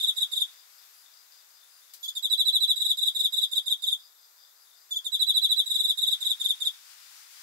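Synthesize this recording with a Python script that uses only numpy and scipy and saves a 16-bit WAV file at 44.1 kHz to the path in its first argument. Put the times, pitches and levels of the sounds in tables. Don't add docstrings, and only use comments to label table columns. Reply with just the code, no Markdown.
import sys
import numpy as np
from scipy import signal
from scipy.fft import rfft, irfft
from scipy.io import wavfile

SR = 44100
rng = np.random.default_rng(int(sys.argv[2]) if len(sys.argv) > 2 else 0)


def log_audio(samples):
    frames = np.atleast_2d(samples).T
    limited = np.clip(frames, -1, 1)
    pcm = np.round(limited * 32767).astype(np.int16)
    wavfile.write(sys.argv[1], SR, pcm)


N = 327222
TIME = np.arange(N) / SR


def from_db(db):
    return 10 ** (np.asarray(db) / 20)


def rms_one(x):
    return x / np.sqrt(np.mean(x ** 2) + 1e-20)


def at_hz(points, hz, axis=1):
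    points = np.array(points)
    return np.interp(np.log(hz + 1), np.log(points[:, 0]), points[:, axis])


def at_time(points):
    return np.interp(TIME, *np.transpose(points))


def sides(pan_db):
    return from_db(np.multiply.outer([0.5, -0.5], pan_db))


def noise(spectrum, pan=((1, 0), (2, 0)), channels=2):
    hz = np.fft.rfftfreq(N, 1 / SR)
    shape = from_db(at_hz(spectrum, hz)) * sides(at_hz(pan, hz))[:channels]
    white = rng.standard_normal((channels, N))
    return rms_one(irfft(rfft(white) * shape, N))


def filtered(x, order, hz, kind):
    return signal.sosfilt(signal.butter(order, hz, kind, fs=SR, output="sos"), x)


def resonance(x, hz, width_hz):
    r = np.exp(-np.pi * width_hz / SR)
    feedback = [1, -2 * r * np.cos(2 * np.pi * hz / SR), r * r]
    return signal.lfilter([1, 0, -1], feedback, x + 1e-18)


def pulses(per_s, spread_db):
    clicks = np.diff(np.floor(TIME * per_s), prepend=0)
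    return clicks * from_db(spread_db * rng.standard_normal(N))


def hump(share, roundness):
    return np.abs(np.sin(np.pi * np.clip(share, 0, 1))) ** roundness


def cricket():
    # start t/s, length/s, top pitch f/Hz, level/dB
    strokes = [(-0.021, 0.045, 3890, -29), (0.0227, .031, 3810, -22.5), (0.0659, 0.037, 3846, -21.5),
               (0.1633, 0.028, 3813, -26.5), (.2012, 0.04, 3855, -22.5), (.3142, 0.029, 3776, -28),
               (0.354, 0.032, 3815, -25), (0.398, 0.035, 3750, -23), (2.0273, 0.04, 3452, -35),
               (2.077, .021, 3567, -32.5), (2.15, 0.04, 3698, -31.5), (2.2237, 0.043, 3876, -24.5),
               (2.2974, 0.052, 3947, -21), (2.3745, .05, 3960, -20.5), (2.4504, 0.052, 3990, -20),
               (2.5237, .054, 4000, -20), (2.601, .053, 3995, -20.5), (2.6748, 0.051, 3955, -20),
               (2.7577, .024, 3900, -26.5), (2.796, .036, 3910, -23.5), (2.8433, 0.027, 3883, -21.5),
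               (2.882, 0.043, 3880, -21), (2.97, 0.027, 3843, -27), (3.0086, 0.035, 3900, -22.5),
               (3.053, 0.04, 3877, -21.5), (3.146, 0.028, 3837, -25.5), (3.1874, 0.028, 3852, -21.5),
               (3.2304, 0.038, 3840, -21), (3.322, 0.027, 3840, -25.5), (3.3613, 0.034, 3880, -22.5),
               (3.4101, .0381, 3880, -21.5), (3.513, 0.029, 3765, -28), (3.551, 0.041, 3850, -22),
               (3.6584, 0.032, 3782, -27), (3.6956, 0.041, 3836, -22), (3.8197, 0.033, 3726, -28.5),
               (3.8613, .034, 3823, -23.5), (3.9062, 0.036, 3740, -24), (4.9063, 0.041, 3546, -32),
               (4.955, 0.031, 3564, -29), (5.0432, .038, 3744, -30), (5.117, 0.046, 3920, -24),
               (5.191, .048, 3980, -20.5), (5.264, 0.053, 3975, -20.5), (5.3383, .053, 3980, -20),
               (5.4136, .051, 3986, -20), (5.488, 0.05, 3960, -20.5), (5.56, 0.055, 3978, -20.5),
               (5.6576, 0.022, 3906, -28.5), (5.696, 0.028, 3848, -23), (5.7368, .033, 3860, -22.5),
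               (5.783, 0.031, 3894, -21.5), (5.8335, 0.027, 3830, -21), (5.8751, 0.043, 3893, -21.5),
               (5.9729, 0.022, 3806, -24.5), (6.009, 0.039, 3870, -22.4), (6.0615, 0.03, 3836, -21.5),
               (6.1053, .037, 3876, -22), (6.203, 0.035, 3802, -30), (6.2458, 0.033, 3865, -23),
               (6.2886, 0.038, 3840, -23), (6.397, 0.028, 3714, -28), (6.4378, 0.032, 3774, -23),
               (6.482, 0.037, 3780, -22.5), (6.6013, 0.034, 3710, -28.6), (6.646, 0.039, 3795, -23.5)]
    # f/Hz, left level/dB, right level/dB
    overtones = [(6200, -22, -30.5), (7140, -21, -18.5), (7560, -13.5, -22), (8160, -28.5, -25),
                 (9980, -42, -31), (10576, -18.5, -21), (11150, -35, -9.5), (11167, -12.5, -13),
                 (11770, -25, -28.5), (13200, -24.5, -24), (14050, -30.5, -28.5), (14400, -22.5, -51),
                 (15200, -41, -58), (16500, -53, -36)]
    # f/Hz, relative level/dB
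    rasp_colour = [(2500, -35.5), (3600, -1.5), (4400, -5.5), (4800, -5), (5200, -5), (5700, -25.5),
                   (6300, -13), (7500, -18.5), (9000, -12.5), (11000, -15), (14000, -7), (16000, -16.5)]
    # level change along the stroke/(dB per s), negative fades
    orders = [(-200, 0.87), (28, 0.18), (24, 0.66)]
    firm_db = -19
    end_hz, sag_hz_per_s = 3196, 18540
    top_s = 0.00823
    bend, bend_per_s = 1.36, 4.13
    flick_hz, flick_s = 200, 0.0017
    wobble_rad = 0.048
    rasp_db, catch_db, catch_s = -37, -26, 0.0011

    low, upper = np.zeros(N), np.zeros((2, N))
    scrape = noise(rasp_colour, channels=1)[0]
    teeth = rms_one(filtered(rng.standard_normal(N), 2, [60, 476], "band"))
    for start, length, top, level_db in strokes:
        at = np.arange(max(round(start * SR), 0), round((start + length) * SR))
        share = np.abs(at / SR - start) / length
        since = share * length
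        weak = from_db(firm_db - level_db)

        fall = min(top - end_hz, sag_hz_per_s * length)
        curve = np.abs((since - top_s) / (length - top_s)) ** (bend + bend_per_s * length)
        flick = flick_hz / weak ** 2 * np.exp(-since / flick_s)
        pitch = top - fall * curve + flick
        phase = 2 * np.pi * np.cumsum(pitch) / SR
        low[at] += from_db(level_db) * hump(share, 0.81) * np.sin(phase)

        grit = from_db(4.6 * rng.standard_normal() + 2.8 * teeth[at])
        steady = from_db(rasp_db) * grit * weak ** 1.17 * hump(share ** 0.89, 0.59)
        catch = from_db(catch_db) * weak ** 0.61 * since / catch_s * np.exp(1 - since / catch_s)
        rasp = scrape[at] * (steady + catch)

        swell = hump(share, 0.29)
        uneven_phase = phase + wobble_rad * weak ** 0.25 * teeth[at]
        for side in range(2):
            tones = 0
            for k, (change_db, favour) in enumerate(orders, 2):
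                tone_db = at_hz(overtones, k * pitch, axis=side + 1) + change_db * since
                tones = tones + from_db(tone_db) * weak ** favour * np.sin(k * uneven_phase)
            upper[side, at] += from_db(level_db) * (swell * tones + rasp)
    return low[None], upper


def yard(sent, left, right, tail_db):
    near_db, near_t60_s = -16, 0.3
    far_db, far_t60_s = -35, 0.88
    t = np.arange(SR) / SR
    near = from_db(near_db - 60 * t / near_t60_s) / np.sqrt(near_t60_s)
    far = from_db(far_db - 60 * t / far_t60_s) / np.sqrt(far_t60_s)
    gain = from_db(tail_db) * np.sqrt(6 * np.log(10) / SR)
    response = rng.standard_normal((2, SR)) * (near + far) * gain * (t > 0.012)
    for side, paths in enumerate((left, right)):
        for delay_ms, level_db in paths:
            response[side, :2000] += from_db(level_db) * np.sinc(np.arange(2000) - delay_ms * SR / 1000)
    heard = signal.fftconvolve(sent, response, axes=1)[:, :N]
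    return filtered(heard, 4, 2200, "high")


def singer():
    # delay t/ms, level/dB
    low_left = [(0.31, -14.5), (1.47, -5), (2.34, -13), (3.19, -2), (4.87, -1.2), (6.53, -9.5),
                (8.61, -8.5), (10.62, -6), (12.21, -1.5), (16.64, -8.5), (18.35, -7), (20.46, -29.5),
                (26.02, -10), (28.36, -15.5), (38.92, -13.5), (42.85, -32)]
    low_right = [(0.12, -26), (1.0, 3.5), (1.6, -25.5), (3.0, -8.5), (3.33, -15.5), (7.87, -15),
                 (11.51, -11.5), (13.81, -15), (16.58, -11), (20.13, -10), (22.13, -14), (23.55, -25),
                 (25.54, -18.5), (29.02, -17.5), (32.14, -25.5), (37.61, -18.5)]
    # delay t/ms, level/dB
    treble_left = [(1.4, -9.5), (4.6, -11), (7.9, 0.5), (9.3, -1.5), (10.8, -19.5), (13.5, -6), (15.8, -18),
                   (19, -6), (27, -7)]
    treble_right = [(1.0, 4), (2.3, 0), (6.0, -26), (10.5, -8), (12, -7), (17, -19)]
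    low, upper = cricket()
    return yard(low, low_left, low_right, tail_db=2.5) + yard(upper, treble_left, treble_right, tail_db=5.5)


def neighbours():
    # pitch f/Hz, width of each first mode f/Hz, pulses per s, average level/dB, left-right level/dB
    voices = [(4868, 260, 87, -67, 10.5), (3600, 300, 49, -72, 12.5)]
    # start of a reference chirp t/s, period/s, quickening/(1/s), chirp length/s
    paces = [(.527, .195, .0043, .12), (.51, .2578, 0, .155)]
    out = 0
    smear = rng.standard_normal((2, 4000)) * from_db(-60 * np.arange(4000) / SR / 0.15)
    for (first, period, quicken, length), (hz, width_hz, per_s, level_db, pan_db) in zip(paces, voices):
        since = TIME - first
        count = since / period * (1 + quicken * since) + 10
        strength = from_db(1.2 * rng.standard_normal(80))[count.astype(int)]
        chirps = hump(count % 1 * period / length, roundness=0.3) * strength
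        drive = chirps * (rms_one(pulses(per_s, spread_db=5.0)) + 1.18 * rng.standard_normal(N))
        tone = resonance(resonance(drive, hz, width_hz), hz, 1.6 * width_hz)
        heard = tone + 0.041 * signal.fftconvolve(tone[None], smear, axes=1)[:, :N]
        even = heard / heard.std(axis=1, keepdims=True)
        out = out + from_db(level_db) * sides(pan_db)[:, None] * even
    return out


def traffic():
    # t/s, level/dB
    loudness = [(0.0, -54), (0.6, -57.5), (1.57, -60.5), (3.78, -61.5), (4.21, -66.5), (5.06, -62.5),
                (5.93, -53), (7.42, -49.5)]
    # f/Hz, relative level/dB
    colour = [(35, -82), (60, -52), (113, -44), (232, -25), (273, -29.5), (387, -24), (445, -30.5),
              (875, -10), (1400, -3), (3540, -2.5), (4800, 0.5), (11400, -5), (15800, -6.5)]
    # f/Hz, left-right level/dB
    pan = [(60, 2), (180, -12), (550, 14), (1650, 8.5), (4970, 8), (15000, 2.5)]
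    surge_db = 1.0 * rms_one(filtered(rng.standard_normal(N), 2, 5.8, "low"))
    return from_db(at_time(loudness) + surge_db) * noise(colour, pan)


def night_hiss():
    # t/s, level/dB
    loudness = [(0, -55.5), (.8, -58), (1.8, -58), (4.1, -58.5), (4.8, -58), (7.42, -60.5)]
    # f/Hz, relative level/dB
    colour = [(40, -47), (120, -51), (300, -27.5), (700, -15.5), (1400, -11.5), (2000, -16.5),
              (3000, -30.5), (3600, -13.5), (5000, -17), (7500, -13.5), (9400, -20.5), (12800, -10),
              (15800, -14)]
    # f/Hz, left-right level/dB
    pan = [(60, -6.5), (180, 12.5), (550, 5.5), (1650, 2.5), (4970, 14.5), (15000, 0)]
    return from_db(at_time(loudness)) * noise(colour, pan)


def katydid():
    # start t/s, length/s, pitch f/Hz, width of each of two modes f/Hz, level/dB, left-right level/dB
    buzzes = [(.67, 0.36, 12400, 696, -65, 8), (.92, .14, 10700, 1500, -66, 2),
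              (1.6, 0.32, 10500, 1500, -69, 0), (1.84, 0.17, 12100, 890, -68, 1),
              (2.006, 0.047, 12700, 700, -55, 5), (3.992, 0.57, 12500, 1170, -77, -23),
              (4.593, 0.15, 10700, 1220, -69.5, 4), (4.886, 0.055, 13000, 890, -60, 4)]
    out, strikes = 0, pulses(per_s=301, spread_db=-2.5)
    for start, length, hz, width_hz, level_db, pan_db in buzzes:
        tone = rms_one(resonance(resonance(strikes, hz, width_hz), hz, width_hz))
        swell = hump((TIME - start) / length, roundness=0.33)
        out = out + from_db(level_db) * sides(pan_db)[:, None] * swell * tone
    return out


def snap():
    # t/s, starting level before the bass cut/dB
    snaps = [(1.936, -41)]
    t60_s = 0.14
    colour = [(300, -60), (1500, -13), (4000, 10.5), (9000, 5.5), (12500, 11), (16000, 0)]   # Hz, dB
    bright = noise(colour, pan=[(1000, 4.7), (10000, 7.8)])
    loudness = 0
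    for start, level_db in snaps:
        loudness = loudness + from_db(level_db - 60 * np.abs(TIME - start) / t60_s) * (TIME >= start)
    return filtered(loudness * bright, 4, 1200, "high")


def scene():
    return singer() + neighbours() + traffic() + night_hiss() + katydid() + snap()


def record(dry):
    thin = filtered(dry, 2, 240, "high")
    steep = signal.ellip(12, 0.3, 70, 15720, fs=SR, output="sos")
    return signal.sosfilt(steep, thin)


dry = scene()
out = record(dry)
log_audio(out)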